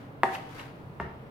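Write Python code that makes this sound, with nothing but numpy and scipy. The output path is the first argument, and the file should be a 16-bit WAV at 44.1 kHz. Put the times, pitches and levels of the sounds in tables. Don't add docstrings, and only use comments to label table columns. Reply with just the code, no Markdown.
import sys
import numpy as np
from scipy import signal
from scipy.fft import rfft, irfft
from scipy.io import wavfile

SR = 44100
rng = np.random.default_rng(int(sys.argv[2]) if len(sys.argv) > 2 else 0)


def bounce(signal):
    frames = np.transpose(np.atleast_2d(signal))
    limited = np.clip(frames, -1, 1)
    pcm = np.round(limited * 32767).astype(np.int16)
    wavfile.write(sys.argv[1], SR, pcm)


def to_linear_factor(level_db):
    exponent = np.asarray(level_db, float) / 20
    return 10 ** exponent


N = 57330


def evened(x):
    return x / np.sqrt(np.mean(x ** 2) + 1e-20)


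def read(points, hz):
    f, value = np.transpose(points)
    return np.interp(np.log(hz + 1), np.log(f + 1), value)


def add(mix, s, sound):
    part = mix[round(s * SR):][:len(sound)]
    part += sound[:len(part)]


def coloured(x, spectrum):
    n = x.shape[-1]
    gain = to_linear_factor(read(spectrum, np.fft.rfftfreq(n, 1 / SR)))
    return irfft(rfft(x) * gain, n)


def left_right(a, b, same):
    return np.array([a, same * a + np.sqrt(1 - same ** 2) * b])


# frequency [Hz], level [dB].
HUM_SPECTRUM = [(25, -13.5), (45, -21.5), (130, -6), (400, -11), (1000, -16.5), (3000, -33.5), (6500, -53),
                (15000, -47.5)]
# centre [Hz], width [Hz], level [dB].
DRONES = [(68, 7.7, -75), (99.8, 6.2, -60.5), (132.3, 17, -56), (171, 8.3, -68.5), (277.3, 10, -64),
          (457, 25, -67)]
# frequency [Hz], likeness [-1 to 1].
LIKENESS = [(60, 0.98), (180, 0.92), (550, 0.67), (1650, -0.46), (4970, 0.14), (15000, -0.18)]


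def appliance_hum():
    hum_db = -48
    hz = np.fft.rfftfreq(N, 1 / SR)
    a, b = rfft(rng.standard_normal((2, N)))
    noise = left_right(a, b, np.clip(read(LIKENESS, hz), -1, 1))
    out = to_linear_factor(hum_db) * evened(irfft(noise * to_linear_factor(read(HUM_SPECTRUM, hz)), N))
    for centre_hz, width_hz, db in DRONES:
        peak = 1 / (1 + ((hz - centre_hz) / width_hz * 2) ** 2)
        out = out + to_linear_factor(db) * evened(irfft(noise * peak, N))
    return out


# delay [s], left level [dB], right level [dB].
ECHOES = [(.0007, -20.5, -15), (.0019, -10.5, -39), (.0028, -49, -38), (.0072, -10.5, -10.5),
          (.0112, -24, -30), (.016, -24.5, -21.5), (.0225, -21, -24), (.029, -15, -21)]
# frequency [Hz], time to fall 60 dB [s].
TAIL_T60 = [(250, 0.48), (700, 0.63), (1800, 0.48), (4500, 0.8), (12000, 0.3)]


def early_echoes():
    dull_hz = 2310
    echoes = np.zeros((2, 2048))
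    for s, left_db, right_db in ECHOES:
        echoes[:, round(s * SR)] = to_linear_factor([left_db, right_db])
    return signal.lfilter(*signal.butter(1, dull_hz, fs=SR), echoes)


def late_tail():
    tail_db, start_s = -5.5, 0.0082
    spacing = 20
    taps = np.zeros((2, SR))
    jitter = rng.integers(0, spacing, (2, (SR - 1) // spacing))
    at = np.arange(0, SR - spacing, spacing) + jitter
    np.put_along_axis(taps, at, rng.choice([-1., 1.], at.shape), 1)
    hz, t, z = signal.stft(taps, SR, nperseg=256)
    z = left_right(z[0], z[1], np.clip(read(LIKENESS, hz), 0, 1)[:, None])
    decay = to_linear_factor(-60 * t / read(TAIL_T60, hz)[:, None])
    tail = signal.istft(z * decay, SR, nperseg=256)[1]
    tail = np.pad(tail, ((0, 0), (round(start_s * SR), 0)))
    return tail * to_linear_factor(tail_db) / np.linalg.norm(tail[0])


def kitchen(x, wet):
    late = signal.fftconvolve(wet[None], late_tail(), axes=1)[:, :N]
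    early = signal.fftconvolve(x[None], early_echoes(), axes=1)[:, :N]
    return late + early


# time [s], pressure [dB], wet sizzle [dB].
STROKE = [(0, -52.5, -2), (.08, -62, -1), (.23, -82, 8), (.237, -48.5, 6.5), (.3, -51, 3.5),
          (0.339, -39.5, 2.5), (0.364, -43, 4.5), (.395, -50, 0.5), (.48, -53, -0.5), (.55, -49, 4.5),
          (0.598, -44, 0), (.65, -50, -0.5), (.74, -59, -2), (.995, -75.5, 10), (1.008, -54.5, 4),
          (1.07, -55.5, -11), (1.12, -60.5, -7), (1.3, -68, 0)]
# frequency [Hz], level [dB].
SCRAPE_SPECTRUM = [(200, -7), (800, 8), (2000, 4.5), (3000, -2), (5000, -9.5), (8000, -18), (12500, -18.5),
                   (16000, -29)]


def scrape():
    slips_per_s, slip_s, spread_db = 2200, 0.0029, 2.2
    sizzle_hz, left_db, likeness = 4630, 1.2, 0.027
    strength = to_linear_factor(spread_db * np.minimum(rng.exponential(1, N), 4))
    slips = strength * (rng.random(N) < slips_per_s / SR)
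    puffs = np.sqrt(signal.lfilter([1], [1, -np.exp(-1 / (slip_s * SR))], slips ** 2))
    a, b = rng.standard_normal((2, N))
    pair = evened(coloured(puffs * left_right(a, b, likeness), SCRAPE_SPECTRUM))
    body = signal.sosfiltfilt(signal.butter(2, sizzle_hz, fs=SR, output="sos"), pair)
    s, pressure_db, sizzle_db = np.transpose(STROKE)
    t = np.arange(N) / SR
    both = body + (pair - body) * to_linear_factor(np.interp(t, s, sizzle_db))
    return both * to_linear_factor([[left_db], [-left_db]]) * to_linear_factor(np.interp(t, s, pressure_db))


def ring(modes, contact_ms, turns, low_hz):
    t = np.arange(SR // 2) / SR
    hz, db, t60 = np.transpose(modes)[:, :, None]
    swell = 1 - np.exp(-t * hz / turns)
    decay = to_linear_factor(db - 60 * t / np.maximum(t60, .002))
    body = (swell * decay * np.sin(2 * np.pi * hz * t)).sum(0)
    phase = np.clip((np.arange(64) + .5) / SR / (contact_ms / 1000), 0, 1)
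    push = np.sin(np.pi * phase)
    radiated = signal.butter(3, low_hz, "high", fs=SR, output="sos")
    return -signal.sosfilt(radiated, np.convolve(body, push / push.sum()))


# start [s], level [dB], pitch [Hz].
TICKS = [
    (0.2888, -23.5, 1660),
    (0.334, -42, 2300),
    (0.351, -24.5, 2660),
    (0.3535, -30.5, 2970),
    (0.357, -28.5, 2014),
    (0.5534, -44, 4560),
    (0.5957, -32, 2830),
    (0.5982, -34.5, 2200),
    (0.604, -39.5, 3950),
]


def tip_ticks():
    t60, upper_ratio, upper_db = .013, 1.7, -16
    out = np.zeros(N)
    for s, db, hz in TICKS:
        modes = [(hz, db, t60), (hz * upper_ratio, db + upper_db, t60)]
        add(out, s, ring(modes, contact_ms=.06, turns=1.0, low_hz=640))
    return out


def edge_crack(top_hz):
    decay_s = 0.00098
    i = np.arange(512)
    crack = 0.4 * rng.standard_normal(512) * np.exp(-i / SR / decay_s)
    click = i == 4
    band = signal.butter(2, [3500, top_hz], "band", fs=SR, output="sos")
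    return signal.sosfilt(band, crack - click)


# frequency [Hz], level [dB], time to fall 60 dB [s].
WALL = [(229.2, -11, 0.093), (374, -8, 0.059), (549, -14.5, 0.043), (681.3, -18, 0.12), (723, -28.5, 0.12),
        (777, -5.5, 0.15), (919, -9.5, 0.043), (942, 0.5, 0.016), (1123, 6, 0.0087), (1750, -1, 0.013),
        (1890, -2.5, 0.013), (2496, -15, 0.019), (3320, -18, 0.019), (4480, -20.5, 0.016)]
# frequency [Hz], level [dB], time to fall 60 dB [s].
BOTTOM = [(69.3, -14, .3), (188, 1, 0.044), (398, -2.5, 0.038), (700, -1.5, 0.026), (918, 6, 0.017),
          (1144, 3, 0.016), (1296, -1, 0.019), (1810, 1.5, 0.016), (2036, -7.5, 0.016), (2740, -11, 0.017),
          (3400, -18, 0.013), (5220, -14, 0.0066)]
BLOW_STARTS = (0.2333, 0.9996)
# level [dB], contact [ms], swell [turns], lowest radiated frequency [Hz].
BLOWS = [
    (-9, 0.16, 0.44, 276),
    (-22, 0.24, 1, 24),
]
# level [dB], top frequency [Hz].
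CRACKS = [
    (-18.5, 9600),
    (-34, 6800),
]


def knocks():
    out = np.zeros((2, N))
    for row, s, blow, crack, modes in zip(out, BLOW_STARTS, BLOWS, CRACKS, (WALL, BOTTOM)):
        db, contact_ms, turns, low_hz = blow
        crack_db, top_hz = crack
        add(row, s, to_linear_factor(db) * ring(modes, contact_ms, turns, low_hz))
        add(row, s, to_linear_factor(crack_db) * edge_crack(top_hz))
    return out


ROOM_SHARE = (-2, 3.5, -3)


def scene():
    left_db, lag_s = .6, .00005
    rows = np.vstack([knocks(), tip_ticks()])
    blows = rows.sum(0)
    late = np.interp(np.arange(N) - lag_s * SR, np.arange(N), blows)
    near = np.array([late * to_linear_factor(left_db), blows * to_linear_factor(-left_db)])
    wet = to_linear_factor(np.array(ROOM_SHARE)) @ rows
    return near + kitchen(blows, wet) + scrape() + appliance_hum()


def band_limit(x):
    return signal.sosfilt(signal.butter(12, 16600, fs=SR, output="sos"), x)


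def record(dry):
    return band_limit(dry)


dry = scene()
out = record(dry)
bounce(out)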